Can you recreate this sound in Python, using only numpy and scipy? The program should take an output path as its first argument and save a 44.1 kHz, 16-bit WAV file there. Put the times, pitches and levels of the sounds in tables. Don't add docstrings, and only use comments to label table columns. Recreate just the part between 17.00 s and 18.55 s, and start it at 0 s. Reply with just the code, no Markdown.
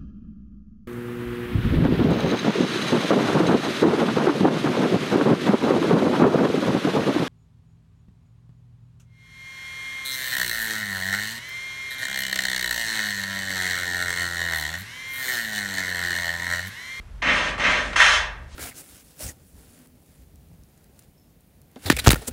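import sys
import numpy as np
from scipy import signal
from scipy.fft import rfft, irfft
from scipy.io import wavfile
from scipy.ndimage import uniform_filter1d, minimum_filter1d

SR = 44100
rng = np.random.default_rng(int(sys.argv[2]) if len(sys.argv) > 2 else 0)


def dump(signal):
    limited = np.clip(np.atleast_2d(signal).T, -1, 1)
    pcm = np.round(limited * 32767).astype(np.int16)
    wavfile.write(sys.argv[1], SR, pcm)


N = 68355
T = np.arange(N) / SR
HZ = np.fft.rfftfreq(2 * N, 1 / SR)

# t/s, level/dB, hardness/0-1, swell time/s, swell/dB, hold until/s, ring/dB
BOUNCES = [(0.2192, -18.5, 0.0, 0.067, 6.5, .26, 0.5), (0.5955, -17.5, 0.15, 0.058, 7.5, 0.2, -0.5),
           (0.958, -12.5, 1.0, 0.053, 7, .208, -6)]


def amp(db):
    return 10 ** (np.asarray(db) / 20)


def unit(x):
    return x / np.sqrt(np.mean(x ** 2) + 1e-20)


def curve(points):
    f, value = np.transpose(points)
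    return np.interp(np.log(HZ + 1), np.log(f + 1), value)


def add(mix, s, sound):
    part = mix[max(round(s * SR), 0):][:len(sound)]
    part += sound[:len(part)]


def colour(x, db):
    cepstrum = irfft(np.log(unit(amp(db)) + 1e-6))
    cepstrum[1:N] *= 2
    cepstrum[N + 1:] = 0
    return irfft(rfft(x, 2 * N) * np.exp(rfft(cepstrum)))[:N]


def tone(hz):
    return np.sin(2 * np.pi * (hz * T + rng.random()))


def reflections(gap=4):
    out = np.zeros(N)
    at = np.arange(0, N - gap, gap)
    out[at + rng.integers(0, gap, len(at))] = rng.choice([-1., 1.], len(at))
    return unit(out)


def hold_then_fade(hold_s, bend_s=0.018):
    fading = bend_s * np.logaddexp(0, (T - hold_s) / bend_s)
    return T - fading, fading


def steady_noise(points):
    return unit(irfft(rfft(rng.standard_normal(2 * N)) * amp(curve(points)))[:N])


def house():
    # f/Hz, relative level/dB
    rumble_colour = [(15, -30), (27, -8), (35, -9), (47, -1.5), (72, -1), (100, -16), (118, -9), (140, -26),
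                     (175, -15.5), (215, -27), (400, -35), (800, -62)]
    hiss_colour = [(100, -30), (400, 3.5), (1600, 2.5), (3000, -4.5), (5000, -10), (10000, -16.5),
                   (12000, -22), (15500, -15)]
    # f/Hz, level/dB
    hum_tones = [(47.3, -40.5), (71, -48.5), (118, -56.5)]
    rumble = amp(-41.5) * steady_noise(rumble_colour)
    hiss = amp(-57) * steady_noise(hiss_colour)
    hum = sum(amp(db) * unit(tone(hz)) for hz, db in hum_tones)
    return rumble + hiss + hum


def shuffles():
    # peak t/s, rise/s, fall/s, level/dB
    slides = [(0.377, 0.049, .02, -39), (0.48, 0.077, 0.039, -42), (0.715, .015, 0.016, -37.5),
              (0.84, 0.12, 0.076, -43.5), (1.56, 0.041, 0.049, -49.5)]
    # f/Hz, relative level/dB
    slide_colour = [(200, -12), (900, 1), (2000, 7), (4000, 5), (6500, 2), (9000, -3.5), (11500, -24),
                    (12800, -34), (15500, -24)]
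    level = np.zeros(N)
    for s, rise, fall, db in slides:
        width = np.where(T < s, rise, fall)
        level += amp(db) * np.exp(-((T - s) / width) ** 2 / 2)
    return colour(level * rng.standard_normal(N), curve(slide_colour))


def feet(pat_s=.005, room_db=-7, room_fade_s=0.98, thud_hz=203.3, thud_fade_s=0.97):
    # t/s, pat level/dB, thud level/dB
    steps = [(0.255, -48, -33.5), (0.467, -32.5, -46), (0.58, -31.5, -46.5), (0.587, -30, -40),
             (0.634, -53, -34.5), (0.86, -38, -39.5), (0.931, -29.5, -65)]
    # f/Hz, relative level/dB
    sole_colour = [(100, -9), (560, -0.5), (1200, -1), (2500, -2.5), (4500, -15.5), (8000, -24.5),
                   (11000, -40), (12500, -58)]
    heel_colour = np.maximum(-14 * np.log2((HZ + 1) / thud_hz) ** 2, -80)
    pat_shape = np.exp(-T / pat_s) + amp(room_db - 60 * T / room_fade_s)
    pats, thuds = np.zeros((2, N))
    for s, pat_db, thud_db in steps:
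        add(pats, s, amp(pat_db) * reflections() * pat_shape)
        add(thuds, s, reflections() * amp(thud_db - 60 * T / thud_fade_s))
    return colour(pats, curve(sole_colour)) + colour(thuds, heel_colour)


def wall_echoes(burst_s=.004):
    # t/s, level/dB
    returns = [(0.2265, -19.5), (0.2715, -18), (0.2976, -16), (0.3035, -18), (0.5973, -25), (0.6172, -23),
               (0.6417, -19), (0.669, -18.5), (0.963, -16), (1.0025, -7), (1.0184, -10.5), (1.025, -11.5),
               (1.0635, -9.5), (1.0985, -22), (1.1358, -15), (1.174, -21), (1.222, -30)]
    bursts = np.zeros((len(BOUNCES), N))
    for s, db in returns:
        latest = sum(bounce[0] < s for bounce in BOUNCES) - 1
        add(bursts[latest], s, amp(db) * reflections() * np.exp(-T / burst_s))
    return sum(colour(x, smack_colour(hardness=bounce[2])) for x, bounce in zip(bursts, BOUNCES))


def smack_echo(swell_s, swell_db, hold_s):
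    # f/Hz, swell factor, slow drop/(dB/s), time to fade by 60 dB/s, rise/s
    bands = [(147, 0.34, 6, 1.36, 0.02), (536, 0.88, 12, 0.82, 0.0066), (1150, 0.88, 34.5, 0.53, 0.0009),
             (2200, 1.26, 50.5, 0.47, 0.00065), (4360, 0.81, 10.5, 0.35, 0.0043),
             (9000, 0.55, 22, 0.26, .005)]
    spectrum, out = rfft(reflections(), 2 * N), np.zeros(N)
    swell_left = 1 - np.minimum(T / swell_s, 1) ** 2
    accent_db = 2 * np.exp(-(T / 0.02) ** 2)
    accent_db -= 0.5 * np.exp(-((T / swell_s - 0.3) / 0.17) ** 2)
    accent_db += 0.5 * np.exp(-((T - swell_s) / 0.0083) ** 2)
    held, fading = hold_then_fade(hold_s)
    past_top = np.maximum(held - swell_s, 0)
    centres = [band[0] for band in bands]
    for weights, (_, factor, drop, fade_s, rise_s) in zip(np.eye(len(bands)), bands):
        band = irfft(spectrum * curve(list(zip(centres, weights))))[:N]
        db = accent_db - factor * swell_db * swell_left - drop * past_top - 60 * fading / fade_s
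        out += band * amp(db) * np.minimum(T / rise_s, 1)
    return out


def ringing(swell_s, hold_s, ring_db, fade_s=.55):
    # f/Hz, relative level/dB, slow drop before the fade/(dB/s)
    tones = [(613.7, -17.5, 6.5), (1002, -18.5, 33), (1152, -15, 25), (1292, -10.5, 33), (1372, -16.5, 31),
             (1484, -17.5, 31), (1598, -13.5, 22), (1794, -10.5, 27), (1820, -14, 8), (2070, -14, 42),
             (2266, -15.5, 26)]
    held, fading = hold_then_fade(hold_s)
    ring = sum(amp(db - drop * held) * tone(hz) for hz, db, drop in tones)
    swell = np.minimum(T / swell_s, 1) ** 2
    return ring * swell * amp(ring_db - 60 * fading / fade_s)


def smack_colour(hardness):
    # f/Hz, relative level/dB
    light = [(60, -25), (130, -12.5), (250, -9.5), (370, -13.5), (460, -10), (580, -2), (740, -7.5),
             (1050, -4), (1400, -3.5), (1850, 1), (2700, -7), (3400, -9.5), (4100, -15.5), (4900, -22),
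             (6400, -21), (7800, -35.5), (9400, -39), (11500, -61), (13000, -63)]
    hard = [(60, -22), (150, -35), (400, -22.5), (580, -11), (760, -9), (1080, -4.5), (1350, -0.5),
            (1650, 3), (1950, 1), (2330, -7.5), (2700, -7), (2950, -9.5), (3300, -5), (4100, -12.5),
            (4900, -17), (5500, -13.5), (6700, -16), (7700, -24), (9400, -27.5), (11500, -44), (13000, -54)]
    # f/Hz, width/Hz, lift/dB
    peaks = [(994, 37, 5.5), (1166, 39, 7), (1582, 64, 5.5), (1678, 22, 5.5), (1826, 50, 5.5),
             (1898, 71, 6), (2083, 61, 7.5), (2199, 47, 8.5), (2333, 26, 7.5), (2445, 56, 10),
             (2585, 35, 8), (2713, 170, 9), (3073, 85, 7.5), (3257, 47, 2)]
    lifts = [db / (1 + (2 * (HZ - hz) / width) ** 4) for hz, width, db in peaks]
    return (1 - hardness) * curve(light) + hardness * curve(hard) + np.max(lifts, axis=0)


def ball(ripple_db=4, ripple_step_hz=45.5, ripple_full_hz=3500):
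    ripple = ripple_db * np.interp(HZ / ripple_step_hz, np.arange(N), rng.standard_normal(N))
    ripple *= np.minimum(HZ / ripple_full_hz, 1) ** 4
    out = np.zeros(N)
    for s, db, hardness, swell_s, swell_db, hold_s, ring_db in BOUNCES:
        ring = ringing(swell_s, hold_s, ring_db)
        smack = colour(smack_echo(swell_s, swell_db, hold_s), smack_colour(hardness) + ripple)
        add(out, s, amp(db) * (smack + ring))
    return out


def scene():
    return (ball() + wall_echoes() + feet() + shuffles() + house())[None]


def record(dry, ceiling=.96, cutoff_hz=15700):
    # f/Hz, gain/dB
    mic_colour = [(10000, 0), (11900, 5), (12600, -9), (15500, -8)]
    x = irfft(rfft(dry, 2 * N) * amp(curve(mic_colour)))[:, :N]
    needed_gain = ceiling / np.maximum(abs(x), ceiling)
    smooth_gain = uniform_filter1d(minimum_filter1d(needed_gain, size=65), size=65)
    treble_cut = signal.firwin(511, cutoff_hz, window=("kaiser", 9), fs=SR)
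    return signal.oaconvolve(x * smooth_gain, treble_cut[None], "same")


dry = scene()
out = record(dry)
dump(out)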